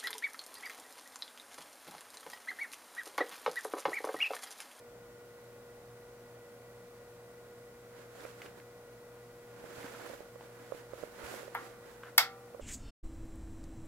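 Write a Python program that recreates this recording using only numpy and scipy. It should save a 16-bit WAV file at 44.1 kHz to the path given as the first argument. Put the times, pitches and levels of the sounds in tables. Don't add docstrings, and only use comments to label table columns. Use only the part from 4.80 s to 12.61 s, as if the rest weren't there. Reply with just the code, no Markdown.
import sys
import numpy as np
from scipy import signal
from scipy.fft import rfft, irfft, next_fast_len
from scipy.io import wavfile
from scipy.ndimage import map_coordinates

SR = 44100
rng = np.random.default_rng(int(sys.argv[2]) if len(sys.argv) > 2 else 0)


def wrap_up_sound(samples):
    columns = np.atleast_2d(samples).T
    tamed = np.clip(columns, -1, 1)
    steps = np.round(tamed * 32767).astype(np.int16)
    wavfile.write(sys.argv[1], SR, steps)


N = 344421


def amp(db):
    return 10 ** (np.asarray(db) / 20)


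def unit(x):
    return x / np.sqrt(np.mean(x ** 2) + 1e-20)


def along(points, hz):
    f, v = np.transpose(points)
    return np.interp(np.log(hz + 1), np.log(f + 1), v)


def wobble(rate_hz):
    knots = rng.standard_normal(int(N * rate_hz / SR) + 4)
    return map_coordinates(knots, [np.arange(N) * rate_hz / SR])


def filtered(x, response):
    n = x.shape[-1]
    m = next_fast_len(n + 8192)
    return irfft(rfft(x, m) * response(np.fft.rfftfreq(m, 1 / SR)), m)[..., :n]


def resonance(f, centre_hz, width_hz):
    return 1j * f * width_hz / (centre_hz ** 2 - f * f + 1j * f * width_hz)


def ring(t, hz, t60_s):
    return np.sin(2 * np.pi * hz * t) * 1000 ** (-t / t60_s)


def add(track, start_s, sound):
    part = track[..., round(start_s * SR):][..., :sound.shape[-1]]
    part += sound[..., :part.shape[-1]]


def panned(x, right_db):
    return x * amp([[-right_db / 2], [right_db / 2]])


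def left_first(x, lead_ms):
    return filtered(x, lambda hz: np.exp(1j * np.pi * hz * lead_ms / 1000 * np.array([[1], [-1]])))


def mid_side_gains(coherence, hz):
    angle = np.arccos(np.clip(along(coherence, hz), -1, 1)) / 2
    return np.array([np.cos(angle), np.sin(angle)])


def stereo_noise(spectrum, coherence):
    white = rng.standard_normal((2, N))
    mid, side = filtered(white, lambda hz: amp(along(spectrum, hz)) * mid_side_gains(coherence, hz))
    return unit(np.array([mid + side, mid - side]))


# (frequency [Hz], t60 [s])
ROOM_DECAY = [(200, 0.57), (800, 0.13), (1400, 0.25), (3000, 0.21), (6000, 0.17), (14000, 0.14)]


def room(x, coherence):
    hz, t, noise = signal.stft(rng.standard_normal((2, SR // 2)), SR, nperseg=256)
    decay = amp(-60 * t / along(ROOM_DECAY, hz)[:, None])
    mid, side = signal.istft(noise * decay * mid_side_gains(coherence, hz[:, None]), SR, nperseg=256)[1]
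    tail = np.pad([mid + side, mid - side], ((0, 0), (SR // 400, 0)))
    return signal.fftconvolve(x[None], tail / np.linalg.norm(tail[0]), axes=1)[:, :N]


# (frequency [Hz], relative density [dB])
AIR_SPECTRUM = [(15, -52), (25, -18), (69, -18), (116, -10.5), (169, -21), (233, -16.5), (421, -10.5),
                (482, -11), (537, -9.5), (895, -15.5), (1450, -18), (1710, -21.5), (1950, -20.5),
                (2920, -27), (15500, -31.5)]
# (frequency [Hz], left-right coherence [0..1])
AIR_COHERENCE = [(60, 1), (300, 0.87), (1000, 0.81), (2000, 0.52), (4000, 0.14), (12000, 0.064)]
# (centre [Hz], width [Hz], rms level [dB])
DRONE_BANDS = [(53.4, 8.1, -76), (116.3, 9.9, -73), (185, 102, -69.5), (563, 72, -69), (1457, 170, -77),
               (1950, 78, -74)]


def background(air_db=-58):
    air = amp(air_db) * stereo_noise(AIR_SPECTRUM, AIR_COHERENCE)
    drone = np.zeros(N)
    for hz, width_hz, db in DRONE_BANDS:
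        band = filtered(rng.standard_normal(N), lambda f: resonance(f, hz, width_hz) ** 2)
        drone += amp(db) * unit(band)
    return left_first(air + drone, lead_ms=-0.094)


# (harmonic [x mains], rms level [dB])
HUM_HARMONICS = [(2, -65), (4, -71), (5, -77), (6, -73), (8, -55.5), (9, -89), (10, -74), (12, -76),
                 (16, -88), (18, -80.5), (24, -72.5), (40, -84.5)]


def transformer(mains_hz=59.99, waver_db=0.38):
    phase = 2 * np.pi * mains_hz * np.arange(N) / SR
    hum = np.zeros(N)
    for harmonic, db in HUM_HARMONICS:
        peak = np.sqrt(2) * amp(db + waver_db * wobble(rate_hz=2.96))
        hum += peak * np.sin(harmonic * phase + 2 * np.pi * rng.random())
    return panned(hum, right_db=-0.7)


# (frequency [Hz], relative density [dB])
CLOTH_SPECTRUM = [(40, -18), (130, -7), (300, 2), (520, 4.5), (800, -0.5), (1200, -2), (1500, 0.5),
                  (2000, -4), (2900, -9.5), (4500, -12), (5800, -14.5), (7200, -13), (8800, -17),
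                  (11500, -16.5), (15500, -22)]
# (frequency [Hz], left-right coherence [0..1])
CLOTH_COHERENCE = [(100, 0.38), (600, 0.36), (1500, 0.31), (4000, 0), (12000, 0.18)]
# (centre time [s], length [s], relative level [dB])
SLEEVE_STROKES = [(3.2, 0.11, -63), (3.443, 0.17, -56.5), (3.636, .12, -58), (3.785, 0.052, -64),
                  (4.133, 0.028, -67), (5.056, 0.36, -54), (5.29, .2, -54.5), (5.64, 0.078, -64),
                  (5.86, 0.27, -62.5), (5.972, 0.086, -59.5), (6.213, 0.15, -58), (6.519, 0.22, -49.5),
                  (6.835, 0.14, -57), (7.103, 0.16, -62.5), (7.272, 0.092, -65)]


def sleeve(gain_db=5, grain_db=1.0, fold_db=1.66, steepness=2.5):
    t, power = np.arange(N) / SR, np.zeros(N)
    for centre_s, length_s, db in SLEEVE_STROKES:
        power += (amp(db) / (1 + np.abs(2 * (t - centre_s) / length_s) ** steepness)) ** 2
    rub = stereo_noise(CLOTH_SPECTRUM, CLOTH_COHERENCE)
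    body = filtered(rub, lambda f: 1 / (1 + (f / 2500) ** 4))
    rub += body * (amp(fold_db * wobble(rate_hz=35)) - 1)
    rub *= amp(grain_db * wobble(rate_hz=140))
    return panned(amp(gain_db) * np.sqrt(power) * unit(rub), right_db=5.0)


def soft_contacts(hits, rise_s, thud_gain):
    track, t = np.zeros(N), np.arange(SR // 5) / SR
    attack = 1 - np.exp(-t / rise_s)
    for start_s, db, hz, t60_s in hits:
        thud = thud_gain * ring(t, 2 * hz, t60_s / 4)
        add(track, start_s, -amp(db) * (ring(t, hz, t60_s) + thud) * attack)
    return track


# (time [s], level [dB], frequency [Hz])
BENCH_BUMPS = [(4.98, -41.5, 130), (5.043, -32, 250), (6.436, -43, 70)]


def bumps(t60_cycles=6.5):
    hits = [(start_s, db, hz, t60_cycles / hz) for start_s, db, hz in BENCH_BUMPS]
    return soft_contacts(hits, rise_s=0.0016, thud_gain=0.3)


# (time [s], relative level [dB], t60 [s])
LIGHT_TAPS = [(3.4507, -32.5, .016), (4.8412, -31.5, 0.0072), (5.263, -43, .02), (5.299, -35.5, 0.018),
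              (5.335, -37.5, 0.023), (5.406, -32, 0.0081), (5.557, -42, 0.028), (5.921, -30, 0.03),
              (5.948, -32, .007), (6.1343, -32, .019), (6.229, -35, .012), (6.2355, -26.5, 0.014),
              (6.539, -36.5, .025), (6.595, -45, .024), (6.631, -36.5, .014), (6.679, -39.5, .026),
              (7.7464, -39.5, 0.032), (7.796, -37, 0.025)]


def taps(mode_hz=533):
    hits = [(start_s, db, mode_hz, t60_s) for start_s, db, t60_s in LIGHT_TAPS]
    return panned(soft_contacts(hits, rise_s=0.0008, thud_gain=0.9), right_db=20)


# (centre time [s], level [dB], frequency [Hz], half length [s])
SMALL_CONTACTS = [(3.407, -52.5, 4000, 0.0019), (3.453, -43, 1100, 0.0012), (3.620, -45, 2000, 0.0023),
                  (3.6205, -52, 4500, 0.001), (3.662, -49.5, 1900, .0044), (3.801, -52, 2090, .0017),
                  (5.031, -51, 2000, 0.0022), (5.081, -52, 1800, .004), (5.149, -48.5, 1200, 0.0063),
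                  (5.2355, -52, 3500, 0.00043), (5.6105, -47, 900, 0.0016), (7.236, -44, 1370, 0.0029),
                  (7.267, -55.5, 1390, 0.041)]


def small_contacts(wet_db=-8, width_ratio=0.36):
    track, t = np.zeros(N), np.arange(-SR // 20, SR // 20) / SR
    for centre_s, db, hz, half_s in SMALL_CONTACTS:
        colour = lambda f: resonance(f, hz, width_ratio * hz) / (1 + (f / (3 * hz)) ** 2)
        grit = unit(filtered(rng.standard_normal(len(t)), colour))
        add(track, centre_s + t[0], amp(db) * grit * np.exp(-(t / half_s) ** 2))
    return track + amp(wet_db) * room(track, AIR_COHERENCE)


def scattered_noise(n):
    return unit(rng.standard_normal(n) + 0.7 * rng.standard_normal((2, n)))


# (time [s], tick level [dB], tick width [Hz], knock level [dB], low-pass [Hz],
# rattle length [s])
SWITCH_THROWS = [(6.7468, -34, 2500, -13, 1540, .0082), (7.3786, -7, 3940, -5, 6500, .0052)]
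# (delay [x rattle length], tick offset [dB], knock offset [dB])
THROW_CONTACTS = [(0, -7, -14.5), (.3, -1, -14), (.42, -16, -1), (.95, -14, -5.5)]
# (frequency [Hz], relative level [dB], t60 [s])
CASE_MODES = [(874, -9.5, 0.014), (1340, -8, 0.011), (1850, -8, 0.011), (2180, -10.5, 0.023),
              (3460, -3, 0.0048), (4500, 1, 0.0046), (5240, 4.5, 0.002), (8000, -6, 0.0037)]
# (frequency [Hz], relative level [dB], t60 [s])
COVER_MODES = [(777, -42, 0.93), (1180, -40.5, 0.61), (1400, -41.5, 0.47), (1340, -41, 0.68)]
# (frequency [Hz], left-right coherence [0..1])
REVERB_COHERENCE = [(500, 1), (1500, 1), (3000, 0.26), (8000, 0.27)]


def switch(spring_hz=12340, crack_db=-17, wet_db=-3.0, tick_send_db=-3.5):
    track, t = np.zeros((2, N)), np.arange(SR // 2) / SR
    case = sum((-1) ** k * amp(db) * ring(t, hz, t60_s) for k, (hz, db, t60_s) in enumerate(CASE_MODES))
    cover = sum(amp(db) * ring(t, hz, t60_s) for hz, db, t60_s in COVER_MODES)
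    highpass = signal.butter(4, 620, "high", fs=SR, output="sos")
    for start_s, spring_db, width_hz, case_db, lowpass_hz, rattle_s in SWITCH_THROWS:
        lowpass = signal.butter(3, lowpass_hz, fs=SR, output="sos")
        for share, tick_db, knock_db in THROW_CONTACTS:
            spring = filtered(scattered_noise(len(t)), lambda f: resonance(f, spring_hz, width_hz) ** 2)
            tick = amp(spring_db + tick_db) * unit(spring) * np.exp(-t / 0.0012)
            crack = amp(crack_db) * scattered_noise(len(t)) * np.exp(-t / 0.011)
            blow = amp(case_db + knock_db)
            knock = blow * signal.sosfilt(np.vstack([highpass, lowpass]), case + crack)
            reverb = room(knock[0] + amp(tick_send_db) * tick[0], REVERB_COHERENCE)
            contact_s = start_s + share * rattle_s
            add(track, contact_s, knock + blow * cover + panned(tick, right_db=-4))
            add(track, contact_s, amp(wet_db) * reverb)
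    return left_first(track, lead_ms=0.11)


def scene():
    return background() + transformer() + sleeve() + bumps() + taps() + small_contacts() + switch()


def record(dry):
    return filtered(dry, lambda hz: 1 / np.sqrt(1 + (hz / 15850) ** 300))


dry = scene()
out = record(dry)
wrap_up_sound(out)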